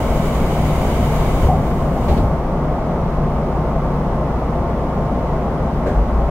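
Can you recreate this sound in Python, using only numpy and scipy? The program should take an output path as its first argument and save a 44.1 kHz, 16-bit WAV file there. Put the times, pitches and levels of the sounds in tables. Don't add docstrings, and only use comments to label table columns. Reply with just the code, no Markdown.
import sys
import numpy as np
from scipy import signal
from scipy.fft import rfft, irfft
from scipy.io import wavfile
from scipy.ndimage import uniform_filter1d

SR = 44100
rng = np.random.default_rng(int(sys.argv[2]) if len(sys.argv) > 2 else 0)


def to_wav(sig):
    pcm = np.clip(np.atleast_2d(sig), -1, 1) * 32767
    pcm = np.round(pcm).astype(np.int16)
    wavfile.write(sys.argv[1], SR, pcm.T)


N = 277830
TIME, BINS = np.arange(N) / SR, np.fft.rfftfreq(N, 1 / SR)


def gain_of(db):
    return 10 ** (np.asarray(db) / 20)


def unit_rms(x):
    return x / np.sqrt(np.mean(abs(x) ** 2) + 1e-20)


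def curve(points):
    hz, value = np.transpose(points)
    return np.interp(np.log(BINS + 1), np.log(hz + 1), value)


def resonances(modes):
    return sum(db * np.exp(-np.log(2) * (2 * (BINS - hz) / width) ** 2) for hz, width, db in modes)


def drift(rate_hz):
    spectrum = rfft(rng.standard_normal(N)) * (BINS > 0)
    return unit_rms(irfft(spectrum / (1 + (BINS / rate_hz) ** 4), N))


def reflections(spacing_hz):
    size = max(int(spacing_hz * N / SR), 1)
    smoothed = uniform_filter1d(rng.standard_normal(len(BINS)), size)
    return unit_rms(uniform_filter1d(smoothed, size))


def burst(start_s, rise_s, decay_s):
    rise = np.sin(np.pi / 2 * np.clip((TIME - start_s) / rise_s, 0, 1)) ** 2
    return rise * held(start_s + rise_s, decay_s)


def held(until_s, decay_s):
    return np.exp(-np.maximum(TIME - until_s, 0) / decay_s)


def power_sum(*gains):
    return np.sqrt(sum(gain ** 2 for gain in gains))


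# frequency_hz, correlation
STEREO_CORRELATION = [(60, 0.99), (130, 1), (290, .97), (640, 0.99), (1410, 0.64), (2200, 0.24),
                      (3100, -0.0054), (4200, -0.44), (8000, 0.11), (15000, -.08)]

def turbulence(density_db):
    mid, side = rfft(rng.standard_normal((2, N))) * gain_of(density_db) * np.sqrt(SR / 2)
    correlation = np.minimum(curve(STEREO_CORRELATION), .999)
    side *= np.sqrt((1 - correlation) / (1 + correlation))
    return irfft(np.array([mid + side, mid - side]), N)


# frequency_hz, density_db
RUMBLE_SPECTRUM = [(10, -49), (22, -37.5), (55, -41), (90, -41.5), (130, -48.5), (240, -53), (400, -65.5),
                   (1500, -100)]
# peak_s, level_db
CAR_SHUDDERS = [(1.45, 5), (2.16, 5)]
VALVE_SHUT_S = 2.17

def rumble(rest_db=-11.5, flow_db=-2, lumpy_db=1.0):
    flowing = gain_of(flow_db) * held(VALVE_SHUT_S, decay_s=.34)
    rise_s = .14
    shudders = [gain_of(db) * burst(peak_s - rise_s, rise_s, decay_s=.13) for peak_s, db in CAR_SHUDDERS]
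    level = power_sum(gain_of(rest_db), flowing, *shudders)
    return turbulence(curve(RUMBLE_SPECTRUM)) * level * gain_of(lumpy_db * drift(rate_hz=3.4))


# start_s, pitch_hz, level_db, rise_s, decay_s, wobble_ratio
BODY_KNOCKS = [(1.427, 65, -5, 0.0076, 0.011, .05), (1.472, 738, -12.5, 0.029, 0.043, 0.058),
               (2.086, 66, -7.5, 0.03, 0.049, .1), (2.09, 827, -20.5, 0.027, .04, 0.09),
               (2.176, 451, -23, 0.012, .03, 0.08), (2.317, 167, -13, 0.01, 0.013, 0.037),
               (5.855, 377, -16.5, 0.02, 0.019, 0.036), (5.932, 50, -8, 0.039, 0.073, .02),
               (6.11, 54.5, -12.5, 0.04, .09, .03)]

def knocks():
    out = np.zeros(N)
    for start_s, pitch_hz, db, rise_s, decay_s, wobble in BODY_KNOCKS:
        unsteady_hz = pitch_hz * (1 + wobble * drift(rate_hz=160))
        cycles = np.cumsum(unsteady_hz * (TIME > start_s)) / SR
        out += gain_of(db) * burst(start_s, rise_s, decay_s) * np.sin(2 * np.pi * cycles)
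    return out


# frequency_hz, density_db
NEAR_VALVE_SPECTRUM = [(100, -41), (450, -46.5), (600, -56), (850, -53), (1200, -68), (2000, -72),
                       (2800, -75.5), (4500, -78.5), (5600, -88), (7600, -91), (10000, -100), (15000, -102)]
FAR_VALVE_SPECTRUM = [(100, -54), (380, -48), (560, -41), (900, -66), (1280, -74), (1600, -57), (1950, -68),
                      (3000, -79), (4800, -88), (7400, -87), (10500, -97), (15000, -103)]
# peak_s, level_db, rise_s, decay_s, far_ratio (0 near valve, 1 far valve)
AIR_PUFFS = [(2.087, 0.5, .01, 0.061, 0.19), (2.18, -2, 0.02, 0.032, 0.071),
             (5.872, -2.5, .018, 0.058, 0.96)]

def puffs():
    out = np.zeros((2, N))
    for peak_s, db, rise_s, decay_s, far in AIR_PUFFS:
        spectrum_db = db + (1 - far) * curve(NEAR_VALVE_SPECTRUM) + far * curve(FAR_VALVE_SPECTRUM)
        out += turbulence(spectrum_db) * burst(peak_s - rise_s, rise_s, decay_s)
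    return out


# start_s, level_db, rise_s, decay_s
FLOW_SURGES = [(.65, -4.5, 0.26, 0.32), (1.58, -9, 0.1, .06), (1.93, -7, 0.17, 0.046)]

def air_flow(jet_db=-.3, trickle_db=-10):
    jet = gain_of(jet_db) * held(until_s=1.455, decay_s=.056)
    trickle = gain_of(trickle_db) * held(VALVE_SHUT_S, decay_s=.035)
    surges = [gain_of(db) * burst(start_s, rise_s, decay_s) for start_s, db, rise_s, decay_s in FLOW_SURGES]
    return power_sum(jet, trickle, *surges)


# frequency_hz, density_db
JET_SPECTRUM = [(400, -57), (1000, -63.5), (1750, -75.5), (2300, -72), (3200, -78.5), (4200, -85),
                (5500, -88.5), (6600, -83), (8300, -87), (11000, -88), (14200, -89), (15600, -87)]
# centre_hz, width_hz, gain_db
PIPE_MODES = [(1530, 83, 4.5), (2040, 130, 4.5), (2250, 150, 4.5), (2550, 320, -4), (2874, 22, 8.5),
              (3060, 90, 5), (3230, 50, 1), (3710, 50, 6), (4860, 170, 5.5), (6575, 30, -4), (6858, 35, 1),
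              (7076, 35, 2), (7750, 35, 6), (10300, 130, 2), (12200, 300, 4)]

def air_jet(ripple_db=1.0, flutter_db=.6):
    spectrum_db = curve(JET_SPECTRUM) + resonances(PIPE_MODES) + ripple_db * reflections(spacing_hz=21)
    return turbulence(spectrum_db) * air_flow() * gain_of(flutter_db * drift(rate_hz=13))


def rotor_tones(rows):
    out = np.zeros(N)
    for pitch_hz, db, waver, rate_hz in rows:
        wavering = unit_rms(drift(rate_hz) + 1j * drift(rate_hz))
        amplitude = np.sqrt(1 - waver ** 2) + waver * wavering
        carrier = np.exp(2j * np.pi * (pitch_hz * TIME + rng.random()))
        out += gain_of(db) * unit_rms((amplitude * carrier).real)
    return out


def beating(in_step_s, period_s, second_ratio):
    second_machine = second_ratio * np.exp(2j * np.pi * (TIME - in_step_s) / period_s)
    return abs(1 + second_machine) / np.hypot(1, second_ratio)


# pitch_hz, level_db, waver_ratio, waver_rate_hz
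SHAFT_PARTIALS = [(29, -30, 0.1, 1.3), (57.9, -26, 0.13, 1.2)]
FAN_PARTIALS = [(147.5, -34, 0.79, 2.5), (150.4, -28, 0.26, 2.1)]
BLADE_PARTIALS = [(904.8, -40.7, .5, 4), (1056.5, -40.8, .4, 3), (2010, -63, .7, 8)]

def hum(drone_db=.6, fan_db=1.4, fan_db_per_s=-.5):
    drone = rotor_tones(SHAFT_PARTIALS) * beating(in_step_s=1.2, period_s=2.7, second_ratio=.2)
    fans = rotor_tones(FAN_PARTIALS) * beating(in_step_s=1, period_s=2.65, second_ratio=.26)
    whine = rotor_tones(BLADE_PARTIALS)
    return drone * gain_of(drone_db) + fans * gain_of(fan_db + fan_db_per_s * TIME) + whine


# frequency_hz, density_db
BLOWER_SPECTRUM = [(10, -62), (25, -44.5), (70, -46.5), (115, -48), (175, -44), (300, -53), (680, -51.5),
                   (1150, -61), (1700, -74.5), (2800, -84.5), (4200, -93.5), (6300, -95), (7200, -100),
                   (15500, -105)]
# centre_hz, width_hz, gain_db
DUCT_MODES = [(222, 17, -0.8), (250, 37, 3), (368, 43, 2.5), (692, 90, 1.5), (756, 41, -3),
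              (980, 130, -1.5), (1155, 74, 3), (1283, 55, 2), (2100, 310, 3), (3200, 440, 1),
              (6100, 900, -0.5)]

def blowers(ripple_db=.5, flutter_db=-.06):
    spectrum_db = curve(BLOWER_SPECTRUM) + resonances(DUCT_MODES) + ripple_db * reflections(spacing_hz=20)
    return turbulence(spectrum_db) * gain_of(flutter_db * drift(rate_hz=11))


def scene():
    return blowers() + hum() + air_jet() + puffs() + rumble() + knocks()


# frequency_hz, left_minus_right_db
STEREO_BALANCE = [(60, 1), (110, 1.0), (200, 1.0), (380, 0.5), (700, 2), (1290, -1.0), (2380, -1),
                  (4400, -1), (8120, -0.5), (15000, -1.0)]

def record(dry, cutoff_hz=15800):
    balance_db = np.array([[.5], [-.5]]) * curve(STEREO_BALANCE)
    tilted = irfft(rfft(dry) * gain_of(balance_db), N)
    fades = signal.windows.tukey(N, .001)
    lowpass = signal.firwin(1023, cutoff_hz, window=("kaiser", 9), fs=SR)
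    return signal.oaconvolve(tilted * fades, lowpass[None], "same", axes=1)


dry = scene()
out = record(dry)
to_wav(out)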